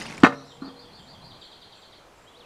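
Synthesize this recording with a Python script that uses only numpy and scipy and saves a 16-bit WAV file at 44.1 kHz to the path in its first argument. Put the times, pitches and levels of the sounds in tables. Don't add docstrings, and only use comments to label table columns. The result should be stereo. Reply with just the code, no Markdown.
import sys
import numpy as np
from scipy import signal
from scipy.fft import rfft, irfft
from scipy.io import wavfile
from scipy.ndimage import uniform_filter1d

SR = 44100
rng = np.random.default_rng(int(sys.argv[2]) if len(sys.argv) > 2 else 0)


def gain_from_db(level_db):
    decades = np.asarray(level_db, float) / 20
    return 10 ** decades


def inscribe(sig):
    pcm = np.round(np.clip(np.atleast_2d(sig).T, -1, 1) * 32767)
    wavfile.write(sys.argv[1], SR, pcm.astype(np.int16))


N = 108045


def evened(x):
    return x / np.sqrt(np.mean(x ** 2) + 1e-20)


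def read(points, hz):
    f, value = np.transpose(points)
    return np.interp(np.log(hz + 1), np.log(f + 1), value)


def curve(points):
    return gain_from_db(np.interp(np.arange(N) / SR, *np.transpose(points)))


def add(mix, s, sound, pan_db=0):
    part = mix[:, round(s * SR):][:, :len(sound)]
    part += sound[:part.shape[1]] * gain_from_db([[pan_db / 2], [-pan_db / 2]])


def modes(table, t):
    return sum(gain_from_db(db - 60 * t / t60) * np.sin(2 * np.pi * hz * t) for hz, db, t60 in table)


def whistle(length, hz, edge_s):
    t = np.arange(len(hz)) / SR
    edges = np.clip(np.minimum(t, length - t) / edge_s, 0, 1)
    return np.sqrt(2) * np.sin(2 * np.pi * np.cumsum(hz) / SR) * edges


def noise(shape, patchy_db, same):
    frames, hz = N // 256 + 5, np.fft.rfftfreq(1024, 1 / SR)
    a, b, c, d, patches = rng.standard_normal((frames, 513, 5)).T
    patches = uniform_filter1d(patches, size=10, axis=0)
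    patches = evened(uniform_filter1d(patches, size=8, axis=1))
    likeness = np.clip(same(hz), -1, 1)[:, None]
    left = a + 1j * b
    right = likeness * left + np.sqrt(1 - likeness ** 2) * (c + 1j * d)
    gain = gain_from_db(read(shape, hz)[:, None] + patchy_db * patches)
    sound = signal.istft(np.array([left, right]) * gain, nperseg=1024, noverlap=768)[1]
    return evened(sound[:, :N])


def tail(x, t60s, start_s):
    taps = rng.standard_normal((2, SR // 2))
    taps[1] = 0.3 * taps[0] + 1.06 * taps[1]
    hz, t, z = signal.stft(taps, SR, nperseg=256)
    h = signal.istft(z * gain_from_db(-60 * t / read(t60s, hz)[:, None]), SR, nperseg=256)[1]
    h = h * np.minimum(np.arange(h.shape[1]) / SR / start_s, 1)
    return signal.fftconvolve(x, h / np.linalg.norm(h[0]), axes=1)[:, :N]


# t/s, thump level/dB, clack level/dB, long ring level/dB
TUBE_BLOWS = [
    (0.2325, -10, -23, -20),
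    (0.2353, 1.5, -3, -47.5),
    (.6195, -29.5, -36.5, -29.5),
    (0.645, -39.5, -38, -56),
    (0.6671, -37, -37.5, -48),
    (0.6774, -34, -40.5, -50),
    (0.693, -51, -40, -54),
]


def knock():
    low, high, sharp = np.zeros((3, 2, N))
    t = np.arange(SR // 2) / SR
    for s, thump_db, clack_db, ring_db in TUBE_BLOWS:
        add(low, s, thump_and_rings(t, thump_db, clack_db, ring_db), 0.8)
        add(high, s, wall_clack(t, clack_db), -1)
        add(sharp, s, crack(t, clack_db), -1)
    near_and_far = low + high + sharp + garden_return(low, high, sharp)
    low_cut = signal.butter(4, 125, "high", fs=SR, output="sos")
    return signal.sosfilt(low_cut, near_and_far)


# f/Hz, level/dB, t60/s
LONG_RINGS = [(120, -16, 0.18), (269.1, -5.5, 0.45), (1153, -13, .12), (1400, -10, 0.08)]
# f/Hz, level/dB, t60/s
POST_MODES = [(141, -35, 1), (337, -24.5, 0.22), (576, -24.5, 0.45), (721, -27, .25)]


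def thump_and_rings(t, thump_db, clack_db, ring_db):
    thump_hz, hold_s, t60 = 272, 0.0057, 0.009
    rise_s = 0.00007 * abs(clack_db) + 1e-5
    thump = np.sin(2 * np.pi * thump_hz * t) * gain_from_db(-60 * np.maximum(t - hold_s, 0) / t60)
    thump = gain_from_db(thump_db) * thump * np.minimum(t / rise_s, 1)
    return thump + gain_from_db(ring_db) * modes(LONG_RINGS, t) + gain_from_db(clack_db) * modes(POST_MODES, t)


# f/Hz, level/dB, t60/s
WALL_MODES = [(482.4, -3, 0.078), (714, -18.5, 0.18), (747, -13.5, 0.12), (898, -3.5, 0.028),
              (1040, -9, 0.033), (1125, -10, 0.053), (1237, 5, 0.045), (1335, 3, 0.035), (1457, 7, 0.019),
              (1730, 1.5, .04), (1820, 1, 0.045), (2093, -2.5, 0.039), (2340, -8, 0.019), (2865, -39, .015)]


def wall_clack(t, clack_db):
    contact_s = 0.00027 * gain_from_db(-0.22 * clack_db)
    touch = np.hanning(round(contact_s * SR) + 3)
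    return gain_from_db(clack_db) * 0.32 * np.convolve(modes(WALL_MODES, t), touch / touch.sum())


# f/Hz, level/dB
CRACK_SPECTRUM = [(300, -37), (1500, -11.5), (2500, -4), (3000, 4), (4200, 9), (6000, -8), (8000, -18),
                  (12000, -26), (16000, -38)]


def crack(t, clack_db):
    shape = gain_from_db(read(CRACK_SPECTRUM, np.fft.rfftfreq(len(t), 1 / SR)))
    burst = evened(irfft(rfft(rng.standard_normal(len(t))) * shape, len(t)))
    t60, rise_s = 0.0105, 0.0012
    return burst * gain_from_db(-4.5 + 1.22 * clack_db - 60 * t / t60) * np.minimum(t / rise_s, 1)


# delay t/s, level/dB, smear/s, left-right level/dB
WALL_ECHOES = [
    (.005, -8, 0.0026, 4),
    (.0105, 0, .004, 1),
    (.0145, -8, .003, -4),
    (.021, -13, .004, 3),
    (0.0285, -6, .008, -0.5),
    (.044, -28, .015, -3),
    (.056, -28, .015, 20.5),
    (0.086, -22.5, .025, 4),
]
# f/Hz, t60/s
GARDEN_DECAY = [(150, 0.34), (500, 0.8), (1500, .45), (2500, 0.3), (4500, .3), (12000, 0.25)]
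# f/Hz, t60/s
LEAF_SCATTER = [(2000, .14), (5000, .17), (10000, .16)]


def garden_return(low, high, sharp):
    taps = np.zeros((2, SR // 5))
    for delay, db, smear, pan_db in WALL_ECHOES:
        chance = rng.standard_normal((1200, 2))
        sparse = abs(chance[:, 1]) > 1.2
        cluster = chance[:, 0] * np.exp(-np.arange(1200) / SR / smear) * sparse
        add(taps, delay, gain_from_db(db) * cluster / np.linalg.norm(cluster), pan_db)
    sent = high + sharp + gain_from_db(-23) * low
    echoes = signal.fftconvolve(sent, taps, axes=1)[:, :N]
    return echoes + gain_from_db(-17.5) * tail(sent, GARDEN_DECAY, 0.0067) + gain_from_db(1) * tail(sharp, LEAF_SCATTER, 0.006)


# t/s, level/dB, f/Hz, left-right level/dB
BIG_DROPS = [(.0159, -24, 1950, -1), (0.024, -36, 1370, -2), (.021, -35, 2900, 2), (.057, -30, 2260, 3),
             (0.065, -27, 2730, -2), (.1087, -29, 2490, -4), (0.1247, -27, 2090, 2),
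             (0.138, -35.5, 1070, 2), (0.1785, -24, 2280, -3), (.144, -36, 1900, 0), (.038, -37, 2900, 0),
             (.001, -38, 9000, 4), (.006, -35, 6200, -4), (.016, -36, 4900, 3), (.0218, -29, 4900, -1),
             (.023, -36, 6600, 4), (.023, -42, 9200, -5), (.029, -35, 5000, -3), (.038, -34, 5000, 3),
             (.064, -37, 4750, -2), (.067, -41, 8800, 5), (.089, -39, 5600, -4), (.138, -46, 8500, 4),
             (.147, -40, 4900, 3), (.1695, -41, 7000, -4), (.172, -40, 5200, 2), (.203, -42, 7600, 4),
             (.207, -44, 8300, -4)]


def drops():
    out, t = np.zeros((2, N)), np.arange(800) / SR
    t60, pitch_rise, echo_s = 0.013, 0.055, 0.0045
    for s, db, hz, pan_db in BIG_DROPS:
        rough = 1 + 0.35 * evened(np.convolve(rng.standard_normal(800), np.hanning(30), "same"))
        tone = np.sin(2 * np.pi * hz * t * (1 + pitch_rise * t / t60))
        drop = gain_from_db(db - 60 * t / t60) * np.minimum(t / 0.0005, 1) * rough * tone
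        add(out, s, drop, pan_db)
        add(out, s + echo_s, gain_from_db(-7) * drop, -pan_db)
        spray = np.convolve(rng.standard_normal(805), [1, 2, 1, -1, -2, -1], "valid")
        puff = gain_from_db(db - 28 - 30 * t / t60) * spray * np.minimum(t / 0.002, 1)
        add(out, s, puff, 3 * pan_db)
    return out


# f/Hz, level/dB per Hz
SPLASH_SPECTRUM = [(70, -36), (190, 1), (350, -7), (900, -10.5), (2500, -14.5), (5500, -17), (9000, -28),
                   (15500, -47.5)]


def fizz():
    out, t = np.zeros((2, N)), np.arange(800) / SR
    per_s = 4000
    for hz in np.geomspace(1200, 13000, 16):
        size = gain_from_db(3 * np.minimum(rng.exponential(1, (2, N)), 4))
        size = size * (rng.random((2, N)) < per_s / 32 / SR)
        grain = np.sin(2 * np.pi * hz * t) * np.exp(-t * hz / 2.2) * np.minimum(t * hz, 1)
        grain = grain * gain_from_db(read(SPLASH_SPECTRUM, hz)) * np.sqrt(hz)
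        out += signal.fftconvolve(size + 0.1 * size[::-1], grain[None], axes=1)[:, :N]
    return evened(out) * gain_from_db(-2 - 25 * np.arange(N) / SR)


# t/s, level/dB
POUR_LEVEL = [
    (0, -36.5),
    (.045, -41.5),
    (.13, -43),
    (.2, -46.5),
    (.225, -45),
    (.5, -70.5),
]


def water():
    single = drops()
    bubbles = fizz()
    spatter = gain_from_db(2.2 * evened(np.convolve(rng.standard_normal(N), np.hanning(600), "same")))
    likeness = [(200, 0.68), (3000, 0.5), (8000, 0.1)]  # f/Hz, left-right likeness
    wash = noise(SPLASH_SPECTRUM, patchy_db=1.5, same=lambda hz: read(likeness, hz))
    scatter = gain_from_db(-10) * tail(single, [(1000, 0.08), (8000, 0.07)], 0.0037)
    return single + scatter + curve(POUR_LEVEL) * spatter * (wash + bubbles)


# t/s, f/Hz, level/dB
NEAR_PHRASE = [(2.253, 2750, -74), (2.278, 3220, -56), (2.297, 3400, -58), (2.305, 3480, -68),
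               (2.32, 3450, -60), (2.326, 3000, -76), (2.336, 2860, -63), (2.354, 3380, -54),
               (2.364, 3800, -59), (2.372, 3880, -55), (2.379, 4500, -60), (2.386, 4750, -82),
               (2.397, 4450, -58), (2.412, 3450, -51), (2.42, 3150, -60), (2.45, 2520, -59)]
# t/s, length/s, from f/Hz, to f/Hz, level/dB
ANSWER_NOTE = (2.273, .035, 3750, 4080, -63)


def near_birds():
    out = np.zeros((2, N))
    s, length, a, b, db = ANSWER_NOTE
    add(out, s, gain_from_db(db) * whistle(length, np.linspace(a, b, round(length * SR)), 0.006), -1)
    s, hz, db = np.transpose(NEAR_PHRASE)
    t = np.arange(s[0], s[-1], 1 / SR)
    add(out, s[0], gain_from_db(np.interp(t, s, db)) * whistle(1, np.interp(t, s, hz), 0.01), 1)
    return out


# t/s, length/s, from f/Hz, to f/Hz, level/dB
WARBLER_NOTES = [(.33, 0.07, 5500, 5900, -65), (0.342, 0.07, 4100, 4000, -60.5),
                 (0.437, 0.04, 4460, 5750, -64), (0.474, 0.06, 4200, 3100, -58.5)]
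# t/s, level/dB
RISING = [(0.61, -57), (0.762, -57), (0.912, -58), (1.062, -57), (1.215, -57)]
FALLING = [(0.668, -60), (0.82, -59), (0.97, -58), (1.125, -59)]
# t/s, level/dB
TRILL = [(1.297, -56), (1.405, -52.5), (1.507, -56), (1.607, -56), (1.712, -57), (1.812, -58), (1.912, -59)]
WARBLER_NOTES += [(s, 0.055, 3950, 4780, db) for s, db in RISING]
WARBLER_NOTES += [(s, 0.045, 3700, 3150, db) for s, db in FALLING]
for s, db in TRILL:
    WARBLER_NOTES += [(s + 0.006, 0.022, 4200, 3050, db + 1.5), (s + 0.006, 0.04, 4850, 4000, db - 4)]
WARBLER_NOTES += [(1.75, 0.02, 2900, 2450, -66), (1.42, 0.035, 3400, 3250, -63)]


def warbler():
    out = np.zeros((2, N))
    for s, length, a, b, db in WARBLER_NOTES:
        u = np.arange(0, length, 1 / SR) / length
        drift = evened(uniform_filter1d(rng.standard_normal(4000), size=60))[:len(u)]
        warble_hz = 110 * (length / 0.051) ** 2 * drift
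        pitch = b + (a - b) * (1 - u) ** 1.3 + warble_hz
        add(out, s, gain_from_db(db) * whistle(length, pitch, 0.0026), -2.5)
    return out


# t/s, length/s, level/dB
THIN_CALLS = [(0.444, 0.11, -72), (0.981, 0.071, -73), (1.39, 0.07, -73), (1.727, 0.09, -74.5),
              (2.134, 0.14, -76.5)]


def thin_calls():
    out = np.zeros((2, N))
    call_hz, width_hz = 7420, 230
    for s, length, db in THIN_CALLS:
        wobble = evened(uniform_filter1d(rng.standard_normal(round(0.4 * SR)), size=90))
        add(out, s, gain_from_db(db) * whistle(length, call_hz + width_hz * wobble, 0.013))
    return out


# t/s, length/s, level/dB
DOVE_COOS = [
    (.55, 0.36, -57.5),
    (2.34, .2, -59.5),
]


def dove():
    out = np.zeros((2, N))
    for s, length, db in DOVE_COOS:
        add(out, s, gain_from_db(db) * whistle(length, np.full(SR // 2, 482), 0.032))
    return out


def birds():
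    near = near_birds() + dove()
    song = warbler() + thin_calls()
    wet = tail(gain_from_db(7) * song + gain_from_db(-4) * near, [(500, 0.45), (8000, 0.45)], 0.0013)
    return gain_from_db(-0.5) * song + near + wet


# f/Hz, level/dB per Hz
AIR_SPECTRUM = [(15, -36), (25, -9), (289, -13), (331, -11.5), (648, -10), (703, -10.5), (919, -10.5),
                (1240, -14), (15500, -38)]
# f/Hz, left-right likeness
AIR_LIKENESS = [(30, 0.3), (150, 0.27), (600, 0.23), (2000, 0.13), (5000, .2), (12000, 0.0854)]


def leaves_and_town():
    return gain_from_db(-51.5) * noise(AIR_SPECTRUM, patchy_db=1.0, same=lambda hz: read(AIR_LIKENESS, hz))


# f/Hz, level/dB
ENGINE_SPECTRUM = [(40, -4), (90, -4), (150, 6.5), (230, 0), (400, -9), (1000, -7), (2500, -40.5)]
# t/s, level/dB
ENGINE_PASSING = [(0, -44), (.15, -42), (.22, -47), (.45, -57.5), (.8, -54), (1.0, -55), (1.3, -51),
                  (1.4, -51), (1.45, -74), (2.45, -103)]


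def passing_engine():
    rumble = noise(ENGINE_SPECTRUM, patchy_db=1.5, same=lambda hz: 0.64 + 0 * hz)
    return curve(ENGINE_PASSING) * rumble


def scene():
    return knock() + water() + birds() + leaves_and_town() + passing_engine()


def low_pass(x):
    return signal.sosfilt(signal.butter(12, 15910, fs=SR, output="sos"), x)


def record(dry):
    over = dry - dry / (1 + dry ** 6) ** (1 / 6)
    lows = signal.sosfiltfilt(signal.butter(2, 80, fs=SR, output="sos"), over)
    clipped = dry - over + lows
    edge_hz = np.array([0, 9, 15.4, 16, SR / 2000]) * 1000
    band_limit = signal.firwin2(255, edge_hz, [1, 1, gain_from_db(-7), 0, 0], fs=SR)[None]
    mix = signal.oaconvolve(clipped, band_limit, "same")
    return low_pass(mix)


dry = scene()
out = record(dry)
inscribe(out)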